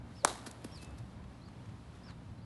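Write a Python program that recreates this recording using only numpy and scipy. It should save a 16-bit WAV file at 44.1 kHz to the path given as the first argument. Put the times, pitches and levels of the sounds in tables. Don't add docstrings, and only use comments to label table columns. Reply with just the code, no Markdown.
import sys
import numpy as np
from scipy import signal
from scipy.fft import rfft, irfft
from scipy.io import wavfile
from scipy.ndimage import uniform_filter1d

SR = 44100
rng = np.random.default_rng(int(sys.argv[2]) if len(sys.argv) > 2 else 0)


def bounce(signal):
    frames = np.transpose(np.atleast_2d(signal))
    limited = np.clip(frames, -1, 1)
    pcm = np.round(limited * 32767).astype(np.int16)
    wavfile.write(sys.argv[1], SR, pcm)


N = 108045
HIT_S = 0.24855

# (frequency [Hz], density [dB])
CLICK_SPECTRUM = [(1500, -35), (2800, -28), (3700, -1.5), (4700, -2.5), (5500, -0.5), (7000, 0.5),
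                  (8700, 3), (10200, 2), (11500, -8.5)]
# (frequency [Hz], density [dB])
KNOCK_SPECTRUM = [(70, -52), (150, -19), (280, -8.5), (420, -6.5), (520, -12.5), (680, -2.5), (900, 1),
                  (1200, -3), (1550, -5), (2000, -14.5), (2350, -16), (2850, -32), (6000, -57.5)]
# (frequency [Hz], level [dB], T60 [s])
WOOD_MODES = [(277, -42.5, 0.012), (1168, -37, .022), (2348, -24.5, 0.014), (3560, -28.5, 0.0067),
              (3574.6, -27.5, .014), (4390, -38.5, 0.0241), (5067, -22.5, 0.0051), (6900, -47, 0.017),
              (8080, -38, 0.017), (9072, -41, .018), (10730, -46, 0.06)]
# (delay [s], gain [dB], cut-off [Hz])
REFLECTIONS = [(0.0122, -24.5, 5019), (0.0201, -19.5, 1072), (.0245, -60, 8000), (.0288, -20.5, 2200)]
# (frequency [Hz], density [dB])
SCATTER_SPECTRUM = [(100, -14), (180, -2), (480, -2), (700, -0.5), (1050, -0.5), (1750, -8), (2800, -14.5),
                    (3900, -5.5), (4800, -12), (8100, -13.5), (11500, -15)]
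# (time [s], grass level [dB], rise [s], contact [s], thud level [dB])
LANDINGS = [(.466, -39.5, 0.0021, 0.00907, -38.5), (0.646, -42, 0.0014, 0.0039, -33.5),
            (.828, -50, 0.0053, 0.0059, -43), (0.984, -53, .003, 0.0086, -52)]
# (frequency [Hz], density [dB])
GRASS_SPECTRUM = [(200, 0), (700, -0.5), (1600, 4), (2800, -5.5), (4700, 2), (6500, -5), (9500, -3),
                  (11500, -2)]
# (time [s], level [dB], decay [s])
LEAF_SNAPS = [(.446, -72, .003), (.5132, -39.5, 0.00096), (.6215, -55, 0.00064), (.760, -59, 0.0057),
              (.775, -59, 0.003731), (.818, -60, 0.0084), (.8475, -47.5, 0.0023), (.908, -65, .004),
              (1.066, -63, 0.00082)]
# (frequency [Hz], density [dB])
SNAP_SPECTRUM = [(500, -36), (2500, -15), (4800, -9), (6500, -11.5), (8500, -7), (11500, -12)]
# (time [s], level [dB], decay [s])
GRASS_SCUFFS = [(1.243, -61, .008), (1.487, -56, 0.0034), (1.659, -58, .005), (1.693, -60, .006),
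                (1.96, -63, 0.022528), (2.09, -59.5, 0.027), (2.109, -57.5, 0.0057)]
# (frequency [Hz], density [dB])
SCUFF_SPECTRUM = [(300, -23), (1300, 3), (2200, -6.5), (3200, -9.5), (5000, -14), (8000, -18), (11500, -31)]
# (time [s], pitch [Hz], gain [dB])
SLUR_CONTOUR = [(0, 4850, -6), (.009, 5500, -7.5), (.024, 5550, -4.5), (.037, 5120, -2), (.046, 4830, -4.5),
                (.060, 4450, -2.5), (.074, 4000, -7), (.088, 3550, -18)]
# (time [s], pitch [Hz], gain [dB])
TWITTER_CONTOUR = [(0, 3926, -9), (.008, 4063, 1.5), (.015, 4348, -21), (.026, 4250, -2), (.039, 4550, -9),
                   (.048, 4850, -2), (.057, 4432, -9), (.072, 4260, -1)]
# (time [s], level [dB], pitch [ratio], length [ratio])
SLUR_CALLS = [(0.152, -59, 0.97, 1.07), (.717, -54, 1.005, 0.92), (2.035, -59, .985, 1.02)]
# (time [s], level [dB], pitch [ratio], length [ratio])
TWITTER_CALLS = [(1.414, -63.5, 1, 1), (2.381, -68.5, 1.01, 1.05)]
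# (peak time [s], rise [s], decay [s], pitch [Hz], level [dB])
FAR_WHISTLES = [(.73, .05, .03, 3233, -68), (.81, 0.018, 0.08, 2614, -58)]
# (frequency [Hz], density [dB])
TRAFFIC_SPECTRUM = [(22, -22), (40, -12.5), (65, -0.5), (110, -1.5), (150, -4), (200, -5), (280, -11),
                    (400, -20), (600, -20), (1000, -22), (1600, -28.5), (2600, -32.5), (4000, -34),
                    (5000, -37), (6500, -41.5), (9000, -43), (11500, -44.5)]
# (time [s], bass [dB], middle [dB], treble [dB])
TRAFFIC_GAINS = [(0, 3.5, 4, -3), (.2, -5, 3.5, 5), (.55, -3, 8, 1), (.8, 1.5, 4.5, 7), (1.0, 2.5, 4.5, 0),
                 (1.4, 0, 2.5, 0), (1.9, 0, 2.5, 1), (2.2, 0.5, 2, -0.5), (2.45, 2.5, 0, -1.5)]
# (frequency [Hz], level [dB])
ENGINE_PARTIALS = [(62, -62), (119, -55.5), (179, -62.5)]
# (time [s], level [dB], Gaussian sigma [s])
WIND_PUFFS = [(.02, -57, 0.028), (0.987, -53.5, 0.1), (2.419, -56, 0.043)]
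# (frequency [Hz], density [dB])
PUFF_SPECTRUM = [(20, -38.5), (45, -3), (70, 1), (115, 18.5), (200, -20.5), (500, -41.5)]
# (time [s], level [dB], pitch [Hz], Gaussian sigma [s])
MIC_BUMPS = [(.93, -46, 68, 0.033), (.99, -50, 117, 0.033), (1.165, -42, 86, 0.007),
             (1.22, -45.5, 67, .011), (1.693, -41, 105, 0.012), (1.748, -45.5, 98, .007),
             (2.11, -49, 85, 0.011), (2.30, -45.5, 103.4, 0.035)]


def mallet_crack(click_db=5, knock_db=19, body_lag_s=0.0002):
    click = undb(click_db) * tap_response(CLICK_SPECTRUM)
    knock = undb(knock_db) * disperse(tap_response(KNOCK_SPECTRUM))
    ring = sum(wood_mode(*row) for row in WOOD_MODES)
    return delay(click + delay(knock + ring, body_lag_s), HIT_S)


def tap_response(spectrum):
    cepstrum = irfft(np.log(bin_gains(spectrum)))
    cepstrum[1:N] *= 2
    cepstrum[N + 1:] = 0
    return irfft(np.exp(rfft(cepstrum)))[:N]


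def disperse(knock, corner_hz=210):
    lag_cycles = 0.91 * np.log1p(bin_hz() / corner_hz)
    return irfft(rfft(knock, 2 * N) * np.exp(-2j * np.pi * lag_cycles))[:N]


def wood_mode(hz, db, t60_s):
    t = np.arange(min(int(2 * t60_s * SR), N)) / SR
    ring = undb(db) * np.sin(2 * np.pi * hz * t) * np.exp(-t / tau(t60_s))
    return np.pad(ring, (0, N - len(t)))


def mallet_swish(centre_hz=500, drift_hz=110, db=-32):
    envelope = undb(db) * swell(HIT_S - 0.002, rise_s=0.0055, decay_s=0.003)
    return envelope * np.sin(phase(centre_hz + drift_hz * drift(300)))


def echoes(crack):
    return sum(undb(db) * signal.sosfilt(lowpass_sos(hz), delay(crack, lag_s))
               for lag_s, db, hz in REFLECTIONS)


def scatter(lawn_lag_s=0.0027, bank_lag_s=0.026):
    lawn = undb(-32) * swell(HIT_S + lawn_lag_s, 0.00037, tau(t60_s=0.062))
    bank = undb(-36) * swell(HIT_S + bank_lag_s, 0.0023, tau(t60_s=0.25))
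    far = undb(-45) * swell(HIT_S + bank_lag_s, 0.0023, tau(t60_s=0.72))
    envelope = np.sqrt(lawn ** 2 + bank ** 2 + far ** 2)
    return envelope * noise(SCATTER_SPECTRUM) * flicker(depth_db=2.5, rate_hz=900)


def ball_landings(thud_hz=216, thud_t60_s=0.064, bend_ratio=1.63, bend_s=0.00175):
    blades = noise(GRASS_SPECTRUM) * flicker(depth_db=3.5, rate_hz=1500)
    out = np.zeros(N)
    for at_s, grass_db, rise_s, contact_s, thud_db in LANDINGS:
        soil_s = at_s + 0.665 * contact_s
        t = np.maximum(clock() - soil_s, 0)
        cycles = thud_hz * (t + bend_ratio * bend_s * (1 - np.exp(-t / bend_s)))
        out += undb(thud_db) * np.sin(2 * np.pi * cycles) * np.exp(-t / tau(thud_t60_s))
        brush = swell(at_s, rise_s, contact_s)
        spring_back = undb(-19.5) * swell(at_s, rise_s, decay_s=0.075)
        out += undb(grass_db) * blades * np.hypot(brush, spring_back)
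    return out


def rustle(events, spectrum, rise_ratio):
    envelope = sum(undb(db) * swell(at_s, rise_ratio * decay_s, decay_s) for at_s, db, decay_s in events)
    return envelope * noise(spectrum) * flicker(depth_db=2.3, rate_hz=1200)


def bird_call(contour, at_s, db, pitch_ratio, length_ratio):
    knots_s, hz, gain_db = np.array(contour, float).T
    t = (clock() - at_s) / length_ratio
    gate = uniform_filter1d(((t > knots_s[0]) & (t < knots_s[-1])) * 1., size=180)
    pitch_hz = pitch_ratio * np.interp(t, knots_s, hz) * (1 + 0.004 * drift(200))
    envelope = undb(db + np.interp(t, knots_s, gain_db)) * flicker(depth_db=2.5, rate_hz=160)
    return gate * envelope * np.sin(phase(pitch_hz))


def birds(trees_db=-5, trees_t60_s=0.13):
    song = sum(bird_call(SLUR_CONTOUR, *row) for row in SLUR_CALLS)
    song += sum(bird_call(TWITTER_CONTOUR, *row) for row in TWITTER_CALLS)
    trees = rng.standard_normal(N) * np.exp(-clock() / tau(trees_t60_s))
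    return song + undb(trees_db) * signal.fftconvolve(song, trees / np.linalg.norm(trees))[:N]


def far_bird():
    rad_per_hz = phase(1 + 0.004 * drift(80))
    return sum(undb(db) * swell(at_s, rise_s, decay_s) * np.sin(hz * rad_per_hz)
               for at_s, rise_s, decay_s, hz, db in FAR_WHISTLES)


def traffic(base_db=-52.5, bass_hz=275.6, treble_hz=2606):
    wash = noise(TRAFFIC_SPECTRUM)
    knots_s, *gains_db = np.array(TRAFFIC_GAINS, float).T
    bass = signal.sosfiltfilt(lowpass_sos(bass_hz), wash)
    below_treble = signal.sosfiltfilt(lowpass_sos(treble_hz), wash)
    bands = (bass, below_treble - bass, wash - below_treble)
    return sum(band * undb(base_db + np.interp(clock(), knots_s, db)) * flicker(depth_db=1, rate_hz=14)
               for band, db in zip(bands, gains_db))


def engine_hum():
    rad_per_hz = phase(1 + 0.005 * drift(8.9))
    return sum(undb(db) * flicker(depth_db=2, rate_hz=11) * np.sin(hz * rad_per_hz)
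               for hz, db in ENGINE_PARTIALS)


def wind_puffs():
    envelope = sum(undb(db) * gaussian(at_s, sigma_s) for at_s, db, sigma_s in WIND_PUFFS)
    return envelope * noise(PUFF_SPECTRUM)


def mic_bumps():
    return sum(undb(db) * gaussian(at_s, sigma_s) * np.sin(2 * np.pi * hz * (clock() - at_s))
               for at_s, db, hz, sigma_s in MIC_BUMPS)


def undb(db):
    return 10 ** (np.asarray(db) / 20)


def tau(t60_s):
    return t60_s / np.log(1000)


def clock():
    return np.arange(N) / SR


def phase(hz):
    return 2 * np.pi * np.cumsum(hz) / SR


def bin_hz():
    return np.arange(N + 1) * SR / (2 * N)


def bin_gains(spectrum):
    hz, db = np.array(spectrum, float).T
    return undb(np.interp(np.log(bin_hz() + 1), np.log(hz), db))


def noise(spectrum):
    coloured = irfft(rfft(rng.standard_normal(2 * N)) * bin_gains(spectrum))[:N]
    return coloured / coloured.std()


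def drift(rate_hz):
    hold = int(SR / rate_hz)
    return uniform_filter1d(np.repeat(rng.standard_normal(N // hold + 1), hold), hold)[:N]


def flicker(depth_db, rate_hz):
    return undb(depth_db * drift(rate_hz))


def swell(at_s, rise_s, decay_s):
    t = clock() - at_s
    return np.exp(np.maximum(np.where(t < 0, t / rise_s, -t / decay_s), -30))


def gaussian(at_s, sigma_s):
    return np.exp(-((clock() - at_s) / sigma_s) ** 2 / 2)


def delay(x, lag_s):
    return np.pad(x, (round(lag_s * SR), 0))[:N]


def lowpass_sos(hz):
    return signal.butter(2, hz, fs=SR, output="sos")


def scene():
    grass = rustle(LEAF_SNAPS, SNAP_SPECTRUM, rise_ratio=0.47)
    grass += rustle(GRASS_SCUFFS, SCUFF_SPECTRUM, rise_ratio=0.92)
    crack = mallet_crack()
    stroke = crack + mallet_swish() + echoes(crack) + scatter() + ball_landings()
    background = birds() + far_bird() + traffic() + engine_hum() + wind_puffs() + mic_bumps()
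    return (stroke + grass + background)[None]


def record(dry):
    taps = signal.firwin(201, cutoff=11450, fs=SR, window="blackman")
    return signal.fftconvolve(dry, taps[None], mode="same", axes=1)


dry = scene()
out = record(dry)
bounce(out)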